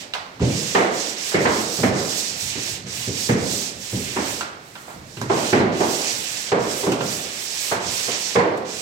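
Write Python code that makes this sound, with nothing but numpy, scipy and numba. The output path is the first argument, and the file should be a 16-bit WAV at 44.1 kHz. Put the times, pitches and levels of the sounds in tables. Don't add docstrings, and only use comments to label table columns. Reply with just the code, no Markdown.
import sys
import numpy as np
from scipy import signal
from scipy.fft import rfft, irfft, next_fast_len
from scipy.io import wavfile
from scipy.ndimage import uniform_filter1d
from numba import njit

SR = 44100
rng = np.random.default_rng(int(sys.argv[2]) if len(sys.argv) > 2 else 0)


def how_loud(loudness_db):
    steps = np.asarray(loudness_db, float) / 20
    return 10 ** steps


def to_wav(s):
    ch = np.atleast_2d(s).T
    pcm = np.round(np.clip(ch, -1, 1) * 32767)
    wavfile.write(sys.argv[1], SR, pcm.astype(np.int16))


N = 388521


def on_log(table, hz):
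    f, v = np.transpose(table)
    return np.interp(np.log(np.maximum(hz, 1)), np.log(f), v)


def shape(x, table):
    n = next_fast_len(x.shape[-1])
    gain = how_loud(on_log(table, np.fft.rfftfreq(n, 1 / SR)))
    return irfft(rfft(x, n) * gain, n)[..., :N]


def band(x, lo_hz, hi_hz, order=2):
    edges = [lo_hz, min(hi_hz, 0.45 * SR)]
    return signal.sosfilt(signal.butter(order, edges, "band", fs=SR, output="sos"), x)


def unit(x):
    return x / np.sqrt(np.mean(x ** 2))


def walk(rate):
    k = int(SR / rate)
    held = np.repeat(rng.standard_normal(N // k + 1), k)
    return 1.35 * uniform_filter1d(uniform_filter1d(held, k), k)[:N]


def store(power, seconds):
    keep = np.exp(-1 / (seconds * SR))
    return signal.lfilter([1 - keep], [1, -keep], power)


def blows(times, peaks_db, lo_hz, hi_hz, rattle_ms):
    out, t = np.zeros(N + SR), np.arange(SR // 10) / SR
    decay = np.exp(-t * 1000 / max(rattle_ms, 0.5))
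    rattle = 0.15 * rng.standard_normal((len(times), len(t))) * decay
    rings = band((t == 0) + rattle, lo_hz, hi_hz)
    push = band((t == 0) * 1.0, lo_hz, hi_hz)
    rings *= np.linalg.norm(push) / np.max(push) / np.linalg.norm(rings, axis=1, keepdims=True)
    for s, db, ring in zip(times, peaks_db, rings):
        out[int(s * SR):][:len(t)] += how_loud(db) * ring
    return out[:N]


def modes(x, table):
    out = 0
    for hz, db, t60 in table:
        r, w = how_loud(-60 / (t60 * SR)), 2 * np.pi * hz / SR
        ring = signal.lfilter([1], [1, -2 * r * np.cos(w), r * r], x)
        out = out + how_loud(db) * np.sin(w) * np.sqrt(1 - r * r) * ring
    return out


# f/Hz, correlation [-1 to 1]
LIKENESS = [(60, 0.96), (130, 0.91), (290, 0.78), (640, 0.38), (1410, -0.47), (3100, 0.23), (6820, -0.0069),
            (15000, -0.036)]


def diffuse():
    n = next_fast_len(N)
    mid, side = rfft(rng.standard_normal((2, n)))
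    likeness = np.clip(on_log(LIKENESS, np.fft.rfftfreq(n, 1 / SR)), -0.95, 0.99)
    mid = mid * np.sqrt((1 + likeness) / 2)
    side = side * np.sqrt((1 - likeness) / 2)
    return irfft(np.array([mid + side, mid - side]), n)[:, :N]


# f/Hz, time to fall by 60 dB [s]
HALL_T60 = [(60, 0.67), (250, 0.99), (1000, 0.72), (3000, 0.54), (8000, 0.37), (16000, 0.11)]


def hall(direct, feed, wet_db, build_ms, early_share):
    left_lag = 7
    out = np.array([np.roll(direct, left_lag), direct])
    sides = diffuse()
    for k, lo in enumerate(50 * 2 ** np.arange(0, 8.5, 0.5)):
        hi = lo * np.sqrt(2)
        filled = store(band(feed, lo, hi) ** 2, build_ms / 1000)
        lasting = on_log(HALL_T60, lo) / np.log(1e6)
        early, late = store(filled, 0.11 * lasting), store(filled, lasting)
        energy = early_share * early + (1 - early_share) * late
        ring = unit(band(np.roll(sides, 9973 * k, axis=1), lo, hi))
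        out = out + how_loud(wet_db) * np.sqrt(energy) * ring
    return out


# f/Hz, level/dB
HOUSE = [(15, -28), (25, -3), (87, 9.5), (185, 10), (575, 5.5), (1230, -1.5), (1890, 3), (8140, -14),
         (16000, -12)]


def house_hush():
    return how_loud(-36.5 - 8.0) * unit(shape(diffuse(), HOUSE))


# t/s, level/dB
STEPS = [(2.3, -42), (2.42, -35.5), (2.69, -35.5), (2.84, -35), (2.97, -38), (3.74, -38), (4.301, -40),
         (4.939, -39), (5.02, -42), (6.12, -43), (7.08, -38), (7.85, -37.5)]


def steps():
    s, db = np.transpose(STEPS)
    return blows(s, db - 7, 80, 143, 30) + blows(s, db - 9, 153, 238, 30)


# f/Hz, level/dB, time to fall by 60 dB [s]
POLE_RING = [(1004, -5.5, 0.068), (1386, -3.5, 0.43), (1570, 0, 0.011), (2290, -26, 0.21),
             (2830, 0.5, 0.041), (3860, -10, 0.021)]
# swivel ring level/dB, snap level/dB,
# share sent down the hallway level/dB
CLICKS = [
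    (0.137, -28, 10, -1, -15.5),
    (0.15, -28, -26, -9, -7),
    (0.396, -37.5, -9, -9, -8),
    (4.409, -24, -2, -11, -12),
    (4.754, -34.5, -2.5, -12, -11),
    (4.905, -41, -12, -17, -11),
    (5.17, -40.5, 1, 2, -8.5),
    (5.215, -24, -8, -2, -12.5),
    (6.919, -26.5, -3, 4, -12),
    (7.008, -22.5, -6, -18, -17.5),
]


def clicks():
    s, db, ring_db, snap_db, far_db = np.transpose(CLICKS)
    pole = blows(s, db + 3, 495, 1890, 5.3)
    swivel = blows(s, db + ring_db + 5.0, 1870, 4040, 1.2)
    snap = blows(s, db + snap_db + 8, 4500, 14400, 6.3)
    hit = pole + swivel
    ticks = hit + modes(hit, POLE_RING) + snap
    latest = np.maximum(np.searchsorted(s, np.arange(N) / SR) - 1, 0)
    return ticks, ticks * how_loud(far_db[latest])


# t/s, length [s], grit hiss level/dB, fine dust minus hiss level/dB
STROKES = [(-.3, 0.35, -33, -8), (0.394, 0.51, -28.5, -13.5), (0.894, .28, -29.5, -13),
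           (1.15, 0.23, -27, -12.5), (1.38, 0.087, -29, -14), (1.44, 0.26, -27, -14),
           (1.636, .27, -27.5, -8.5), (1.907, 0.47, -25.5, -13.5), (2.317, 0.26, -28.5, -10.5),
           (2.544, 0.24, -28.5, -11), (2.853, 0.26, -28, -11.5), (3.078, 0.28, -27, -13),
           (3.352, 0.39, -27, -11), (3.716, 0.54, -31, -9), (4.155, 0.3, -31, -9), (4.56, 0.52, -53.5, 0),
           (5.012, .3, -46, -10), (5.277, 0.34, -29, -12.5), (5.712, 0.45, -28, -11),
           (5.97, 0.43, -28.5, -10), (6.2, 0.33, -29, -13.5), (6.574, 0.36, -30, -10),
           (6.894, 0.071, -40, -12), (6.973, 0.33, -30, -8.5), (7.2, 0.4, -31, -11),
           (7.469, 0.31, -26.5, -10), (7.79, 0.4, -26.5, -11), (8.056, 0.35, -28, -14.5),
           (8.567, 0.017, -43, -6), (8.644, 0.29, -30, -14.5)]
# t/s, pressure level/dB
PRESSURE = [(0, 5), (.55, 1.5), (1.1, 0.5), (1.5, 0.5), (2.0, -6), (2.6, 1.5), (3.1, 0), (3.7, -3.5),
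            (4.25, 4.5), (4.9, -16), (5.45, 5), (5.85, 0), (6.3, 2), (6.9, 0), (7.4, 1.5), (7.9, 1.5),
            (8.3, 2), (8.81, 0)]


def motion():
    roundness, skew = 0.76, 1.05
    dust_power = 1.45
    t = np.arange(N) / SR
    hiss, dust, speed = 1e-8, 1e-9, 1e-6
    for s, length, db, dust_db in STROKES:
        progress = np.clip((t - s) / length, 0, 1)
        arc = np.abs(np.sin(np.pi * progress ** skew)) ** (2 * roundness)
        hiss = hiss + arc * how_loud(2 * db)
        dust = dust + arc ** dust_power * how_loud(2 * (db + dust_db))
        speed = speed + arc
    speed_db = 10 * np.log10(np.minimum(speed, 1))
    pressure_db = np.interp(t, *np.transpose(PRESSURE))
    return 10 * np.log10(hiss), 10 * np.log10(dust), speed_db, pressure_db


# f/Hz, level/dB
BOARD = [(24, -53.5), (40, -15), (120, -12.5), (166, -1), (198, -3), (404, 4.5), (654, 6.5), (706, -14),
         (1560, 2.5), (1820, -18.5), (4000, -16), (5200, -54), (8800, -120)]


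def drone():
    hiss_db, _, speed_db, pressure_db = motion()
    speed_power = 0.6
    drag_db = hiss_db - (2.5 - speed_power) * np.maximum(speed_db, -15) + pressure_db - 16
    s, db = np.transpose(KNOCKS)[:2]
    jolts = np.bincount((s * SR).astype(int), how_loud(db - 18) ** 2 * SR / 5, N)
    chatter = store(store(jolts, 0.056), 0.075)
    power = how_loud(drag_db) ** 2 + chatter
    shudder_db = 2.5 * walk(12)
    return unit(shape(rng.standard_normal(N), BOARD)) * np.sqrt(power) * how_loud(-19.5 + shudder_db)


# low f/Hz, high f/Hz, rattle [ms]
BODIES = [
    (320, 530, 8.5),
    (92.7, 145, 4),
    (167, 324, 25),
    (542, 1180, 4.6),
    (1680, 1930, 7),
]
# depth level/dB, pad slap level/dB,
# edge crack level/dB
KNOCKS = [(.411, -14, 3.5, -22, -18), (.749, -6, -12.5, 4.5, -1.5), (1.342, -5, -11, -13, -3.5),
          (1.453, -10.5, -4.5, 6.5, -1), (1.832, -7, -4, -1, -4), (3.07, -25, 3.5, -19, -14),
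          (3.29, -10, -1, -6, -3.5), (3.927, -28, 8.5, -22, -19), (4.163, -13.5, -8.5, 3, -6),
          (5.213, -36.5, 13, -2, -9), (5.298, -9, -8.5, 3.5, -11), (5.528, -3, -5, 0.5, -6),
          (5.804, -9.5, -11.5, 3, -12), (6.518, -9, -8.5, 3, -20), (6.863, -9.5, -7, -2, -24),
          (7.007, -26.5, 0, 1, -14), (7.714, -18.5, -6, 10, 1), (8.354, -6, -10, 1, -5)]
NUDGES = [(.363, -56, 12, 2, 0), (.8, -9.5, -15.5, -5, -6), (1.317, -39.5, -11, 19.5, 13),
          (1.4, -13.5, -14, -15, -14), (1.784, -23, 0.5, 2.5, -6), (2.552, -30.5, 4.5, -2, 0),
          (3.339, -20, -1, -15, -20), (3.41, -20.5, -0.5, -22, -26), (4.876, -39.5, -15, 13, 0),
          (4.937, -38.5, 0, -14, -10), (5.169, -46.5, 15.5, 5, -5), (5.409, -35, -13, -11, -19),
          (5.6, -12, -3, 0, -10), (5.7, -19, -4, -13, -25), (6.572, -13, -27, -20, -17),
          (6.645, -44, -26, -8, -13), (6.83, -15.5, -20, -0.5, -21), (6.92, -24, -3, 6, -19),
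          (8.078, -23.5, -6.5, 4.5, -2), (8.388, -10.5, -20, 3.5, -4), (0.403, -29, 8, -15, -20),
          (7.201, -43, -3.5, -6, -20), (8.445, -11, -19, -8, -18)]


def bumps():
    s, board_db, depth_db, slap_db, crack_db = np.transpose(KNOCKS + NUDGES)
    boom_db = 1.38 * depth_db - 7
    shares = [0 * s, boom_db, depth_db, slap_db, crack_db]
    return sum(blows(s, board_db + db - 8.5, *body) for db, body in zip(shares, BODIES))


# f/Hz, level/dB, time to fall by 60 dB [s]
STANDING = [(127.8, -15.5, 0.3), (194.3, -13, 0.6), (245.4, -12, 0.13), (342.7, -24.5, 0.57),
            (399.7, -9.5, 0.22), (475.4, -11.5, 0.21), (588, -17.5, 0.45)]


def standing_waves(thuds):
    return modes(thuds, STANDING) * how_loud(1.0)


# f/Hz, level/dB
GRIT = [(700, -6), (1300, -15), (2200, -3), (4000, 0), (6000, 1.5), (9000, 0.5), (16000, -0.5)]


def sanding():
    hiss_db, dust_db, speed_db, pressure_db = motion()
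    speed_power = 0.39
    scrape_db = hiss_db - (1 - speed_power) * np.maximum(speed_db, -15) + pressure_db - 9.5
    grains = rng.standard_normal(N) * how_loud(2.0 * rng.exponential(size=N))
    grit = shape(grains, GRIT)
    coarse_db = scrape_db - 2.0 + 1.2 * walk(20)
    middle_db = hiss_db - 7.5 + 1.2 * walk(30)
    fine_db = dust_db + 3.5 + 1.5 * walk(30)
    sharp_db = (hiss_db + dust_db) / 2 - 12.5 + 2.3 * walk(11)
    coarse = unit(band(grit, 810, 3290)) * how_loud(coarse_db)
    middle = unit(band(grit, 3670, 7200, order=3)) * how_loud(middle_db)
    fine = unit(band(grit, 7100, 22200, order=3)) * how_loud(fine_db)
    sharp = unit(band(grit, 6090, 8000, order=3)) * how_loud(sharp_db)
    rasp = coarse + middle + sharp + fine
    heard = hall(rasp, rasp, wet_db=5.0, build_ms=1, early_share=0.6)
    lean_db = 0.5 * (0.3 - store(how_loud(speed_db), 0.033))
    return heard * how_loud(np.array([lean_db, -lean_db]) / 2)


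# f/Hz, left minus right level/dB
PORTS = [(60, -6), (110, -0.5), (200, -3), (380, -1), (700, -7.5), (1290, -1.5), (2380, -3.5), (4400, -13),
         (8120, -8.5), (15000, -3.5)]


def scene():
    thuds = bumps() + drone() + steps()
    ticks, far_ticks = clicks()
    direct = how_loud(-1.5) * thuds + ticks
    knocks = hall(direct, thuds + far_ticks, wet_db=13.0, build_ms=0.6, early_share=0.19)
    left, right = house_hush() + standing_waves(thuds) + knocks + sanding()
    lean = np.array(PORTS) * [1, 0.5]
    return np.array([shape(left, lean), shape(right, lean * [1, -1])])


@njit
def follow(x, attack, release):
    e, out = 0., np.empty(len(x))
    for i in range(len(x)):
        e += (x[i] - e) * (attack if x[i] > e else release)
        out[i] = e
    return out


def low_pass(x):
    return signal.sosfilt(signal.butter(12, 16420, fs=SR, output="sos"), x)


# f/Hz, level/dB
MIC = [(30, -2), (60, -6.5), (100, -0.5), (2500, 0), (2900, -1), (5600, 2.5), (8200, 0.5), (9300, -6.5),
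       (14000, -8.5), (16000, -9)]


def record(dry):
    dry = shape(dry, MIC)
    attack_s, release_s = 0.0021, 0.12
    envelope = follow(np.max(abs(dry), axis=0), 1 / (attack_s * SR), 1 / (release_s * SR))
    gain = np.minimum(1, how_loud(-10.5) / (envelope + 1e-9)) ** 0.32
    rounded = np.tanh(dry * gain)
    top = signal.ellip(8, 0.2, 70, 15800, fs=SR, output="sos")
    return low_pass(signal.sosfilt(top, rounded))


dry = scene()
out = record(dry)
to_wav(out)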